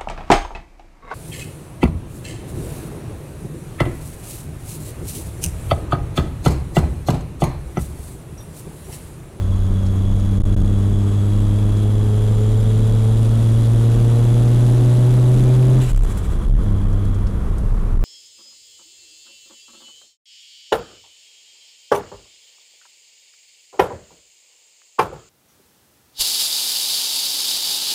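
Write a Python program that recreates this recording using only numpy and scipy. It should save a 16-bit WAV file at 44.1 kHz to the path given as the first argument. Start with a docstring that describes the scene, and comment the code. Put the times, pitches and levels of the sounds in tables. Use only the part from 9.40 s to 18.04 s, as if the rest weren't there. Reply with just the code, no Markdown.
"""Turbocharged rotary car, cabin view

A booming, slowly rising firing note over road rumble and growing intake hiss: phase-locked orders plus shaped noise.
The throttle shuts, the turbo flutters in noise puffs, the drivetrain judders twice as short deep sines,
and the engine picks up at lower speed. The bass overloads the microphone amplifier, which chops the hiss at crests.
"""
import sys
import numpy as np
from scipy import signal
from scipy.fft import rfft, irfft
from scipy.io import wavfile

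SR = 44100
rng = np.random.default_rng(int(sys.argv[2]) if len(sys.argv) > 2 else 0)


def file_out(sig):
    """Save sig as 16-bit WAV at sys.argv[1]."""
    # one column per channel
    cols = np.atleast_2d(sig).T
    # limit, then scale
    lim = np.clip(cols, -1, 1)
    pcm = np.round(lim * 32767).astype(np.int16)
    wavfile.write(sys.argv[1], SR, pcm)


N = 381024

# gear change: lift off, clutch bites, clutch holds, ease off again
LIFT_S, BITE_S, HOLD_S, EASE_S = 6.42, 7.05, 7.2, 7.6
# time constant of the boost loss after the lift
BLEED_S = 0.37


def amp(db):
    """Decibels to gain."""
    return 10 ** (np.asarray(db) / 20)


def unit(x):
    """Scale to rms 1."""
    return x / np.sqrt(np.mean(x ** 2) + 1e-20)


def since(start_s):
    """Seconds elapsed since the given moment, zero before it."""
    return np.maximum(np.arange(N) / SR - start_s, 0)


def curves(rows):
    """Each column of a table, joined by straight lines at every sample."""
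    t_s, *columns = np.transpose(rows)
    return [np.interp(np.arange(N) / SR, t_s, column) for column in columns]


def noise(spectrum):
    """Noise of rms 1, coloured by a spectrum table on a log frequency axis."""
    hz, db = np.transpose(spectrum)
    bins_hz = np.fft.rfftfreq(N, 1 / SR)
    gain = amp(np.interp(np.log(bins_hz + 1), np.log(hz + 1), db))
    return unit(irfft(rfft(rng.standard_normal(N)) * gain, N))


def band(hz, width_hz):
    """Noise of rms 1 in one resonance; at 0 Hz it is a slow wander."""
    detune = 2 * (np.fft.rfftfreq(N, 1 / SR) - hz) / width_hz
    return unit(irfft(rfft(rng.standard_normal(N)) / (1 + detune ** 2), N))


def arch(start_s, length_s):
    """Half sine that swells and fades over the given stretch."""
    part = (np.arange(N) / SR - start_s) / length_s
    return np.maximum(np.sin(np.pi * np.clip(part, 0, 1)), 0)


def fuzzy_tone(start_s, end_s, hz, width_hz, db):
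    """Narrow noise band that comes and goes."""
    return amp(db) * arch(start_s, end_s - start_s) * band(hz, width_hz)


# body rumble: t/s, level/dB
RUMBLE_LEVEL = [(0, -18.5), (1.2, -16), (1.6, -20.5), (5.6, -21), (6.4, -17), (8.64, -16)]
# body rumble spectrum: f/Hz, relative level/dB
RUMBLE_SPECTRUM = [(5, -20.5), (12, -5.5), (22, -1.5), (34, 6), (45, -1), (60, -2.5), (78, -10),
                   (110, -15.5), (200, -66.5)]
# tyre spectrum: f/Hz, relative level/dB
TYRE_SPECTRUM = [(50, -13.5), (95, 0.5), (140, 1), (200, -1), (280, -10), (420, -9.5), (560, -18),
                 (850, -22), (1150, -19.5), (1700, -30), (2400, -37), (5000, -49.5), (10800, -49)]
# tyre level at the start, and its growth until the lift
TYRE_DB, TYRE_DB_PER_S = -31, 0.41


def road(grain_db=0.6):
    """Body rumbles on its springs; tyres roll over coarse asphalt, louder as the car gains speed."""
    rumble_db, = curves(RUMBLE_LEVEL)
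    tyre_db = TYRE_DB + TYRE_DB_PER_S * np.minimum(since(0), LIFT_S)
    rumble = amp(rumble_db) * noise(RUMBLE_SPECTRUM)
    tyres = amp(tyre_db + grain_db * band(0, 110)) * noise(TYRE_SPECTRUM)
    return rumble + tyres


# road bumps and drivetrain judder: start t/s, length/s, f/Hz, peak level/dB
JOLTS = [(.98, .085, 18, -4), (1.085, .05, 28, -9), (1.143, .03, 17, -2.5), (1.2, .13, 26, -14),
         (6.503, .17, 33.8, -2), (7.07, .13, 36, -2)]


def jolts():
    """Deep swings of the whole car, which start and stop quickly."""
    out = np.zeros(N)
    for start_s, length_s, hz, peak_db in JOLTS:
        swing = np.sin(2 * np.pi * hz * (np.arange(N) / SR - start_s))
        out += amp(peak_db) * np.sqrt(arch(start_s, length_s)) * swing
    return out


# loudest trim rattles: t/s, onset level/dB, f/Hz
TICKS = [(.463, -42, 5500), (6.775, -35.5, 12000), (7.235, -46, 11000), (7.745, -46, 7024),
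         (7.868, -45, 5000), (8.182, -43, 9000)]
# short trim squeak: start t/s, end t/s, f/Hz, width/Hz, level/dB
SQUEAK = (6.03, 6.15, 2400, 90, -49)
# fainter random rattles: mean onset level, half range, pitch range
RATTLE_DB, RATTLE_SPREAD_DB, RATTLE_LOW_HZ, RATTLE_HIGH_HZ = -48, 2.5, 4400, 11000


def trim(t60_s=0.071, relative_width=1.0, faint_count=14):
    """Loose fittings tick as decaying noise bands, a few loudly and more of them faintly; one squeaks."""
    ticks = list(TICKS)
    for when, force, pitch in rng.random((faint_count, 3)):
        db = RATTLE_DB + RATTLE_SPREAD_DB * (2 * force - 1)
        hz = RATTLE_LOW_HZ + (RATTLE_HIGH_HZ - RATTLE_LOW_HZ) * pitch
        ticks.append((when * N / SR, db, hz))
    out = fuzzy_tone(*SQUEAK)
    for start_s, db, hz in ticks:
        age_s = np.arange(N) / SR - start_s
        decay = (age_s > 0) * np.exp(-np.log(1000) * abs(age_s) / t60_s)
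        out += amp(db) * decay * band(hz, hz * relative_width)
    return out


# intake air spectrum: f/Hz, relative level/dB
HISS_SPECTRUM = [(700, -6.5), (1500, -3), (2400, -5.5), (2950, -1.5), (3350, 0), (3750, -1), (4300, -6.5),
                 (5400, -7.5), (7200, -5.5), (8200, -7.5), (9300, -4.5), (10900, -6.5), (12200, -8.5),
                 (15800, -11)]
# air singing at edges in the intake: start t/s, end t/s, f/Hz, width/Hz, level/dB
WHISTLES = [(-.8, 2.9, 6650, 140, -59), (1.1, 2.5, 7820, 200, -59), (2.3, 4, 7250, 200, -56.5),
            (3, 4.9, 8720, 200, -57), (-1.8, 7, 3320, 240, -50.5), (2.6, 4.4, 3700, 200, -53.5),
            (6.38, 6.56, 2900, 700, -46), (6.4, 8.3, 3280, 300, -56)]
# turbo spools up to its limit, loses boost at the lift, dies away while coasting
AIR_DB, SPOOL_DB_PER_S, FULL_BOOST_DB = -49.5, 2, -39
BLEED_DB, COAST_DB_PER_S = 15, 5.5


def intake(firings, throb=0.19, flicker_db=0.83):
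    """Air rushes through turbo and pipes as boost builds and bleeds away, pulsing slightly with the ports."""
    boost_db = np.minimum(AIR_DB + SPOOL_DB_PER_S * since(0), FULL_BOOST_DB)
    bleed_db = BLEED_DB * (1 - np.exp(-since(LIFT_S) / BLEED_S))
    air_db = boost_db - bleed_db - COAST_DB_PER_S * since(EASE_S)
    rush = noise(HISS_SPECTRUM) * amp(air_db + flicker_db * band(0, 110))
    whistles = sum(fuzzy_tone(*row) for row in WHISTLES)
    return (rush + whistles) * (1 + throb * np.sin(2 * np.pi * firings))


# surge puff spectrum: f/Hz, relative level/dB
PUFF_SPECTRUM = [(600, 8), (2000, 2), (3400, -4), (5000, -10), (6700, -4.5), (7550, 3), (8300, -3),
                 (10800, -5), (13000, -6), (15800, -3.5)]
# compressor surge: centre of first puff, even spacing, puff length, first level, loss per puff
SURGE_S, PUFF_GAP_S, PUFF_S, PUFF_DB, PUFF_FADE_DB = 6.43, .0703, 0.073, -33.5, 1.35


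def flutter(count=8):
    """Trapped boost escapes backwards through the compressor in evenly spaced, fading puffs."""
    envelope = np.zeros(N)
    for k in range(count):
        start_s = SURGE_S + k * PUFF_GAP_S - PUFF_S / 2
        envelope += amp(PUFF_DB - k * PUFF_FADE_DB) * arch(start_s, PUFF_S) ** 2
    return noise(PUFF_SPECTRUM) * envelope


def random_reverb(x, t60_s=0.1, wet=.3):
    """Short random decaying reverb, mixed in weakly, roughens the hiss spectrum."""
    t_s = np.arange(SR // 10) / SR
    tail = rng.standard_normal(len(t_s)) * np.exp(-np.log(1000) * t_s / t60_s)
    return x + wet * signal.oaconvolve(x, tail / np.linalg.norm(tail))[:N]


# pull: the firing rate climbs ever faster until the lift
START_HZ, CLIMB_HZ_PER_S, CLIMB_HZ_PER_S2 = 93.95, 3.6, .262
# run-down time constant of the free engine, rate in the next gear, slowing while coasting
RUN_DOWN_S, NEXT_GEAR_HZ, SAG_HZ_PER_S = 1.5, 99.3, 5.5


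def clutch():
    """How firmly the next gear holds the engine, from 0 to 1."""
    return np.minimum(since(BITE_S) / (HOLD_S - BITE_S), 1)


def firing_rate():
    """Engine climbs under power, runs down freely, and is caught by the next gear."""
    pull_s = np.minimum(since(0), LIFT_S)
    pull_hz = START_HZ + CLIMB_HZ_PER_S * pull_s + CLIMB_HZ_PER_S2 * pull_s ** 2
    free_hz = pull_hz * np.exp(-since(LIFT_S) / RUN_DOWN_S)
    geared_hz = NEXT_GEAR_HZ - SAG_HZ_PER_S * since(EASE_S)
    return free_hz + clutch() * (geared_hz - free_hz)


# engine load against full throttle: t/s, level/dB
THROTTLE = [(0, -2.5), (.5, 0), (6.39, 0), (6.52, -21.5), (6.8, -12.5), (7.13, -15), (7.28, -4), (7.68, -5),
            (7.87, -14), (8.64, -16)]


def engine_load():
    """Engine load in dB, set by the throttle."""
    load_db, = curves(THROTTLE)
    return load_db


# eccentric shaft in the higher gear: level, build-up time
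SHAKE_DB, SHAKE_RISE_S = -22, .08


def shaft(firings, firings_per_turn=3, rough=0.21):
    """Shaft turns once in three firings and shakes the lightly loaded car once the next gear holds."""
    settled = np.minimum(since(HOLD_S) / SHAKE_RISE_S, 1)
    swing = np.sqrt(2) * np.sin(2 * np.pi * firings / firings_per_turn)
    return amp(SHAKE_DB) * settled * swing * (1 + rough * band(0, 11))


# exhaust roar spectrum: f/Hz, relative level/dB
ROAR_SPECTRUM = [(90, -17), (170, -4), (260, 1), (400, -5), (600, -8), (900, -17.5), (1500, -23),
                 (2500, -30), (6000, -59)]
# roar at START_HZ and full load, growth with firing rate, share of the load dB followed
ROAR_DB, ROAR_DB_PER_OCTAVE, ROAR_LOAD_SHARE = -40.5, 25, 0.74
# rasp near full boost: onset, swell time, pipe resonance, level at full load
RASP_S, RASP_RISE_S, RASP_HZ, RASP_WIDTH_HZ, RASP_DB = 4.44, .8, 264, 130, -28


def exhaust(firings, firing_hz, load_db, throb=0.25):
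    """Turbulent gas leaves in one puff per firing, louder with speed and load; rasps near full boost."""
    speed_db = ROAR_DB_PER_OCTAVE * np.log2(firing_hz / START_HZ)
    roar = amp(ROAR_DB + speed_db + ROAR_LOAD_SHARE * load_db) * noise(ROAR_SPECTRUM)
    boosted = np.minimum(since(RASP_S) / RASP_RISE_S, 1) * np.exp(-since(LIFT_S) / BLEED_S)
    rasp = amp(RASP_DB + load_db) * boosted * band(RASP_HZ, RASP_WIDTH_HZ)
    return (roar + rasp) * (1 + throb * np.cos(2 * np.pi * firings))


# cabin resonances crossed by orders 2-4: f/Hz, width/Hz, level/dB
CABIN_MODES = [(198.3, 22, 0.5), (227.9, 27, -1.5), (302, 26.3, -2), (367, 44, 1), (401.3, 10.7, 6),
               (432, 30.5, 14), (468.7, 20, 13)]


def cabin_gain(hz, between_db=-24):
    """How strongly the cabin resonances carry a tone of this pitch, over a floor between them."""
    gain = amp(between_db)
    for centre_hz, width_hz, db in CABIN_MODES:
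        gain = gain + amp(db) / (1 + (2 * (hz - centre_hz) / width_hz) ** 4)
    return gain


# orders 2, 3, 4 at full throttle, before growl_db and cabin_gain: level/dB
OVERTONE_DB = [-24.5, -29, -43.5]
# cabin response to orders 5-9, against the firing note before boom_db: f/Hz, level/dB
HIGH_ORDER_CABIN = [(470, -46), (525, -28), (565, -28), (615, -31.5), (660, -47), (800, -43), (1100, -57)]
# firing note at START_HZ and full load before boom_db, growth with rate, share of the load dB followed
NOTE_DB, NOTE_DB_PER_OCTAVE, NOTE_LOAD_SHARE = -19, 18, 0.77


def engine_note(firings, firing_hz, load_db, boom_db=2.0, growl_db=-2.0, wobble=0.032, rough=0.15):
    """Orders of the firing rate: a steady boom, and less steady overtones coloured by the cabin."""
    def order(k):
        return -np.sqrt(2) * np.cos(2 * np.pi * k * firings - np.pi / 4)

    speed_db = NOTE_DB_PER_OCTAVE * np.log2(firing_hz / START_HZ)
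    note_db = NOTE_DB + speed_db + NOTE_LOAD_SHARE * load_db
    out = amp(note_db + boom_db) * order(1) * (1 + wobble * band(0, 50))
    gains = [amp(db + load_db + growl_db) * cabin_gain(k * firing_hz) for k, db in enumerate(OVERTONE_DB, 2)]
    cabin_hz, cabin_db = np.transpose(HIGH_ORDER_CABIN)
    gains += [amp(note_db + np.interp(k * firing_hz, cabin_hz, cabin_db)) for k in range(5, 10)]
    for k, gain in enumerate(gains, 2):
        out += gain * order(k) * (1 + rough * band(0, 25))
    return out


def scene():
    """Everything that reaches the passenger seat."""
    firing_hz = firing_rate()
    load_db = engine_load()
    jitter = 0.0014 * band(0, 30.8)
    firings = np.cumsum(firing_hz * (1 + jitter)) / SR  # running count, the phase of all engine sounds
    background = road() + jolts() + trim()
    turbo = random_reverb(intake(firings) + flutter())
    engine = shaft(firings) + exhaust(firings, firing_hz, load_db) + engine_note(firings, firing_hz, load_db)
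    return (background + turbo + engine)[None]


# treble limit of the output, soft fall from 11 kHz, steep cut at 16 kHz: f/Hz, gain/dB
TREBLE_LIMIT = [(0, 0), (11000, 0), (12500, -6), (15800, -14), (16000, -100), (22050, -100)]


def record(dry, ceiling_db=-9.0, coupling_hz=16, knee=14, full_scale=.49):
    """Input stage clips; two coupling capacitors make each flat top sag; then the treble is limited."""
    x = dry / (1 + abs(dry / amp(ceiling_db)) ** knee) ** (1 / knee)
    b, a = signal.butter(1, coupling_hz, "highpass", fs=SR)
    x = signal.lfilter(b, a, signal.lfilter(b, a, x))
    x = np.clip(x, -full_scale, full_scale)
    hz, db = np.transpose(TREBLE_LIMIT)
    lowpass = signal.firwin2(511, hz, amp(db), window="blackman", fs=SR)
    return signal.oaconvolve(x, lowpass[None], "same")


dry = scene()
out = record(dry)
file_out(out)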